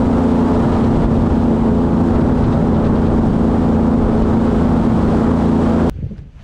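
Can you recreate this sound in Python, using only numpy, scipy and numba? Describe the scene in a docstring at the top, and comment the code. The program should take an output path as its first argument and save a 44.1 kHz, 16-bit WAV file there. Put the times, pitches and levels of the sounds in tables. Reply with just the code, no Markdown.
"""An airboat's V8 engine and three-blade propeller drone at speed.
The propeller turns at half the engine's speed, so blade and exhaust tones blend into one buzz.
Air roars behind the blades, spray hisses, a nylon hood flaps and wind buffets the microphone.
Then the scene jumps to the boat at rest: gusts thump the microphone over a faint rustle,
a thin whine and a few ticks."""
import sys
import numpy as np
from scipy import signal
from scipy.fft import rfft, irfft, next_fast_len
from scipy.io import wavfile
from scipy.ndimage import uniform_filter1d
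from numba import njit

SR = 44100
rng = np.random.default_rng(int(sys.argv[2]) if len(sys.argv) > 2 else 0)


def int16_out(signal):
    """Quantize to a 16-bit WAV file."""
    q = np.round(np.clip(np.atleast_2d(signal).T, -1, 1) * 32767)
    wavfile.write(sys.argv[1], SR, q.astype(np.int16))


N = 283563
T = np.arange(N) / SR

# How often the cylinders fire: time_s, firing_hz
ENGINE_SPEED = [(0, 232), (.13, 230.8), (.56, 229.3), (.75, 227.8), (1.44, 225.8), (1.9, 225), (2.2, 223.1),
                (5.89, 222.8)]
# Tones of the uneven cylinder banks: multiple_of_cycle_rate, level_db
EXHAUST_TONES = [(2, -6), (5, -8), (7, -5.5), (8, 5.5), (10, -9.5), (11, -16), (14, -35), (16, -21),
                 (17, -18.5), (19, -24), (29, -19.5), (35, -25.5)]
# Tones of the passing blades: multiple_of_blade_rate, level_db
BLADE_TONES = [(1, -1.5), (2, -3), (3, 1.5), (4, -6.5), (5, -7.2), (6, -11.3), (7, -15.5), (8, -18.5),
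               (9, -19.5), (10, -18), (11, -18.5), (12, -26), (13, -25), (14, -27), (15, -31), (16, -33)]
# Air and spray behind the propeller: time_s, roar_db, hiss_db
SLIPSTREAM_LEVELS = [(0, -23, -42), (.75, -20, -42), (1.055, -22, -43), (1.075, -22.5, -46.5),
                     (1.15, -20.5, -42.5), (1.3, -22, -43.5), (1.9, -25, -46), (2.15, -21, -43),
                     (2.8, -21.5, -46), (3.2, -22.5, -44.5), (4, -22, -44), (4.8, -20, -42.5),
                     (5.89, -19, -40)]
# Wind on the microphone at speed: time_s, level_db
WIND_LEVELS = [(0, -18.5), (.4, -24.5), (.7, -17.5), (1.1, -17), (1.4, -17.5), (1.9, -18.5), (2.15, -20.5),
               (2.5, -14), (2.85, -15), (3.2, -15.5), (3.8, -21.5), (4.1, -17.5), (4.4, -18.5), (4.85, -16),
               (5.2, -19), (5.89, -23.5)]
# Its hardest blows: middle_s, strength_db
BUFFETS = [(.97, 1), (1.064, 6), (1.18, 3), (2.15, 2.5), (4.231, 6)]
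# Flaps of the hood: start_s, level_db
HOOD_FLAPS = [(.53, -42), (.715, -42), (.735, -41), (.755, -45), (.835, -42), (.95, -43), (1.0, -45),
              (1.043, -42), (1.152, -44), (2.15, -44), (2.205, -43), (2.434, -37), (2.52, -40.5),
              (2.735, -41), (2.755, -45), (2.84, -40.5), (2.86, -43), (2.95, -41.5), (3.052, -42),
              (4.219, -40), (4.329, -45), (4.451, -44), (5.079, -47), (5.458, -45)]
# Pitch range of the hood: low_hz, high_hz
HOOD_BAND = [1560, 4280]
# Puffs of wind at rest: middle_s, level_db, pitch_hz, half_length_s, noise_vs_tone_db
PUFFS = [(5.92, -23, 45, .015, -30), (5.943, -23, 60, .008, -26), (5.966, -18.5, 70, .012, -22),
         (5.992, -21, 120, .007, -14), (6.008, -19, 55, .012, -22), (6.029, -15.5, 160, .005, -17),
         (6.043, -12.5, 100, .008, -21), (6.065, -16.5, 120, .008, -19), (6.095, -23, 50, .012, -22),
         (6.12, -22.5, 200, .015, -11), (6.147, -28, 190, .01, -14), (6.19, -26, 100, .01, -19),
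         (6.222, -27, 150, .012, -17), (6.28, -29, 50, .015, -24)]
# Rustling cloth at rest: time_s, level_db
RUSTLE_LEVELS = [(5.9, -56.5), (6.14, -55.5), (6.16, -58), (6.185, -51), (6.21, -57.5), (6.245, -61.5),
                 (6.3, -60.5), (6.35, -57.5), (6.43, -50)]
# Small ticks at rest: start_s, level_db, pitch_hz, crack_vs_ring_db
TICKS = [(6.162, -46, 1560, -14), (6.181, -46, 1600, 8), (6.1903, -50, 1700, 7)]
# The colour of each noise, from low to high: pitch_hz, relative_level_db
ROAR_COLOUR = [(150, -5.5), (300, -2), (500, -5), (900, -10.5), (1300, -15.5), (1800, -26), (2600, -40)]
SPRAY_COLOUR = [(1060, -11), (1800, -6.5), (2720, -7.5), (3180, -7), (6130, -18), (8250, -19), (11300, -32),
                (13500, -43.5), (15500, -55)]
WIND_COLOUR = [(8, -17.5), (15, -5.5), (30, -4), (60, -1.5), (90, -3), (130, -1.5), (200, -4), (300, -9.5),
               (450, -19.5), (800, -40)]
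THUMP_COLOUR = [(12, -20), (22, -4), (45, 1), (100, -9), (160, -7.5), (250, -21)]
FLUTTER_COLOUR = [(100, -35), (180, -2), (300, -7), (600, -22), (1000, -51)]
RUSTLE_COLOUR = [(410, -12), (700, -5), (1000, -10.5), (1550, -10), (2200, -12.5), (2950, -13),
                 (4100, -20.5), (4600, -20), (5300, -26), (5900, -23), (6600, -27), (8200, -33),
                 (9000, -35), (14000, -48)]

REST_START_S = 5.8973
REST_TIME_S = np.maximum(T - REST_START_S, 0)


def exhaust(cycle_angle):
    """Eight cylinders fire in each engine cycle; their uneven pulses make a stack of tones."""
    return tone_stack(cycle_angle, EXHAUST_TONES, waver_db=1.2, waver_rad=.2, rate_hz=36, sway_db=.7)


def propeller(blade_angle, firing_hz):
    """Each passing blade pushes out a pulse; faster tips crack harder and sound brighter."""
    above_cruise_hz = firing_hz - 223
    tones = [(k, db + .09 * (min(k, 9) - 4) * above_cruise_hz) for k, db in BLADE_TONES]
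    return tone_stack(blade_angle, tones, waver_db=2.1, waver_rad=.38, rate_hz=28, sway_db=.6)


def wind(level_db, gust):
    """Wind rumbles on the microphone; each hard blow also swings its membrane once."""
    rumble = undb(level_db + 1.64 * gust) * noise(WIND_COLOUR, flicker_db=1.5, rate_hz=17)
    swings, swing_hz = 0, 45
    for middle_s, strength_db in BUFFETS:
        turns = (T - middle_s) * swing_hz
        swings += undb(strength_db - 13) * np.sin(2 * np.pi * turns) * np.exp(-(2 * turns) ** 2)
    return rumble + swings


def slipstream(cycle_angle, blade_angle, gust):
    """Churned air roars and spray hisses, both pulsing with the blades and the engine."""
    roar_db, hiss_db = curves(SLIPSTREAM_LEVELS)
    pulse = 1 + .086 * np.cos(blade_angle) + .12 * np.cos(2 * blade_angle) + .027 * np.cos(cycle_angle)
    roar = undb(roar_db + .69 * gust) * noise(ROAR_COLOUR, flicker_db=.4, rate_hz=40)
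    spray = undb(hiss_db + .26 * wander(30)) * noise(SPRAY_COLOUR, flicker_db=.2, rate_hz=24)
    return pulse * roar + pulse ** .42 * spray


def hood():
    """A nylon hood flaps in the wind, making short, soft bursts of noise."""
    out, t = np.zeros(N), np.arange(2600) / SR
    band = signal.butter(3, HOOD_BAND, "bandpass", fs=SR, output="sos")
    rise_s = .008
    shape = t / rise_s * np.exp(1 - t / rise_s)
    for start_s, level_db in HOOD_FLAPS:
        cloth = unit(signal.sosfilt(band, rng.standard_normal(len(t))))
        add(out, start_s, undb(level_db) * cloth * shape)
    return out


def puffs():
    """Each puff of wind rocks the microphone's membrane, with some noise from swirling air."""
    out, t = np.zeros(N), np.arange(-2000, 2000) / SR
    band = signal.butter(4, [180, 480], "bandpass", fs=SR, output="sos")
    for middle_s, level_db, pitch_hz, half_length_s, noise_db in PUFFS:
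        swing = np.sin(2 * np.pi * (pitch_hz * t + rng.random()))
        swirl = undb(noise_db) * unit(signal.sosfilt(band, rng.standard_normal(len(t))))
        shape = np.exp(-(t / half_length_s) ** 2)
        add(out, middle_s + t[0], undb(level_db) * (swing + swirl) * shape)
    return out


def gusts():
    """At rest, wind thumps and flutters on the microphone, then drops to a lower level."""
    drop_start_s, drop_db_per_s = 6.24, 150
    level_db = np.maximum(-31.5 - drop_db_per_s * np.maximum(T - drop_start_s, 0), -38.5)
    thump = noise(THUMP_COLOUR, flicker_db=3, rate_hz=35)
    flutter = undb(-14.5) * noise(FLUTTER_COLOUR, flicker_db=1.5, rate_hz=44)
    return undb(level_db) * (thump + flutter)


def rustle():
    """Cloth rustles faintly."""
    return undb(curves(RUSTLE_LEVELS)[0]) * noise(RUSTLE_COLOUR, flicker_db=1.3, rate_hz=53)


def whine():
    """A thin tone and its octave rise a little and quickly fade."""
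    pitch_hz = np.minimum(735 + 480 * REST_TIME_S, 790)
    angle = 2 * np.pi * np.cumsum(pitch_hz) / SR
    tone = np.sin(angle) + undb(-5) * np.sin(2 * angle)
    fade = np.exp(-(REST_TIME_S / .1) ** 2)
    return undb(-57 + 2.2 * wander(60)) * fade * tone


def ticks():
    """Each tick is a tiny crack with a short ring."""
    out, t = np.zeros(N), np.arange(600) / SR
    dull = signal.butter(4, 5500, fs=SR, output="sos")
    for start_s, level_db, pitch_hz, crack_db in TICKS:
        crack = signal.sosfilt(dull, rng.standard_normal(len(t))) * np.exp(-t / .0013)
        ring = np.sin(2 * np.pi * pitch_hz * t) * np.exp(-t / .0036)
        add(out, start_s, undb(level_db) * (undb(crack_db) * crack + ring))
    return out


def tone_stack(angle, tones, waver_db, waver_rad, rate_hz, sway_db):
    """Tones at multiples of one rate; rough air sways them together and makes each one waver."""
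    out = 0
    for k, db in tones:
        reach = min(k / 3, 1)  # low tones waver least
        level = undb(db + reach * waver_db * wander(rate_hz))
        lag = .3 * k * k  # echoes off hull and cage smear the pulse
        out += level * np.cos(k * angle - lag + reach * waver_rad * wander(rate_hz))
    return unit(undb(sway_db * wander(rate_hz / 2)) * out)


def noise(colour, flicker_db, rate_hz):
    """Noise of a given colour; each octave flickers in level on its own."""
    size = next_fast_len(N, real=True)
    hz = np.maximum(np.fft.rfftfreq(size, 1 / SR), 1)
    pitch_hz, level_db = np.transpose(colour)
    shape = undb(np.interp(np.log(hz), np.log(pitch_hz), level_db, -120, -120))
    spectrum = rfft(rng.standard_normal(size)) * shape
    out = 0
    for octave in np.arange(round(np.log2(pitch_hz[0])), round(np.log2(pitch_hz[-1])) + 1):
        share = np.cos(np.pi / 2 * np.clip(np.log2(hz) - octave, -1, 1)) ** 2
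        out += undb(flicker_db * wander(rate_hz)) * irfft(spectrum * share, size)[:N]
    return unit(out)


def wander(rate_hz):
    """A smooth random drift, about 1 in size."""
    hold = int(SR / rate_hz)
    steps = np.repeat(rng.standard_normal(N // hold + 1), hold)
    return unit(uniform_filter1d(uniform_filter1d(steps, hold), hold)[:N])


def curves(table):
    """Join a table's points with straight lines in time."""
    time_s, *columns = np.transpose(table)
    return [np.interp(T, time_s, column) for column in columns]


def undb(db):
    """Turn decibels into a gain."""
    return 10 ** (np.asarray(db) / 20)


def unit(x):
    """Scale a sound to an average (RMS) level of 1."""
    return x / np.sqrt(np.mean(x ** 2))


def add(out, start_s, sound):
    """Mix in a short sound."""
    out[int(start_s * SR):int(start_s * SR) + len(sound)] += sound


@njit
def limit(x, top, attack_s, release_s):
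    """Turn the sound down while its level is above the top."""
    out, level = np.empty(len(x)), top
    for i in range(len(x)):
        follow_s = attack_s if abs(x[i]) > level else release_s
        level += (abs(x[i]) - level) / (follow_s * SR)
        out[i] = x[i] * min(1., top / level)
    return out


def ride():
    """The boat at speed: stronger wind scatters the exhaust and blade tones, so they dip."""
    firing_hz = curves(ENGINE_SPEED)[0]
    cycle_angle = 2 * np.pi * np.cumsum(firing_hz) / SR / 8  # eight firings, one propeller turn
    blade_angle = 3 * cycle_angle
    buffet_db = sum(db / 2 * np.exp(-((T - middle_s) / .015) ** 2) for middle_s, db in BUFFETS)
    wind_db = curves(WIND_LEVELS)[0] + buffet_db
    above_calm_db = wind_db + 21
    drone = undb(-16 - .24 * above_calm_db) * exhaust(cycle_angle)
    drone += undb(-15 - .39 * above_calm_db) * propeller(blade_angle, firing_hz)
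    gust = wander(14)
    return drone + wind(wind_db, gust) + slipstream(cycle_angle, blade_angle, gust) + hood()


def scene():
    """The ride breaks off with a click, and the scene changes to the boat at rest."""
    moving = limit(ride(), top=.38, attack_s=.0017, release_s=.042)
    click = np.exp(np.minimum(T - REST_START_S, 0) / .0018)
    moving = (1 - click) * moving - .37 * click  # the wave dips, then snaps back
    resting = gusts() + rustle() + whine() + ticks() + puffs()
    return np.where(T < REST_START_S, moving, resting)[None]


def record(dry):
    """The sound fades in over a millisecond and loses its highest treble."""
    treble_cut = signal.ellip(10, .2, 80, 15700, fs=SR, output="sos")
    return signal.sosfilt(treble_cut, dry * np.minimum(T / .001, 1))


dry = scene()
out = record(dry)
int16_out(out)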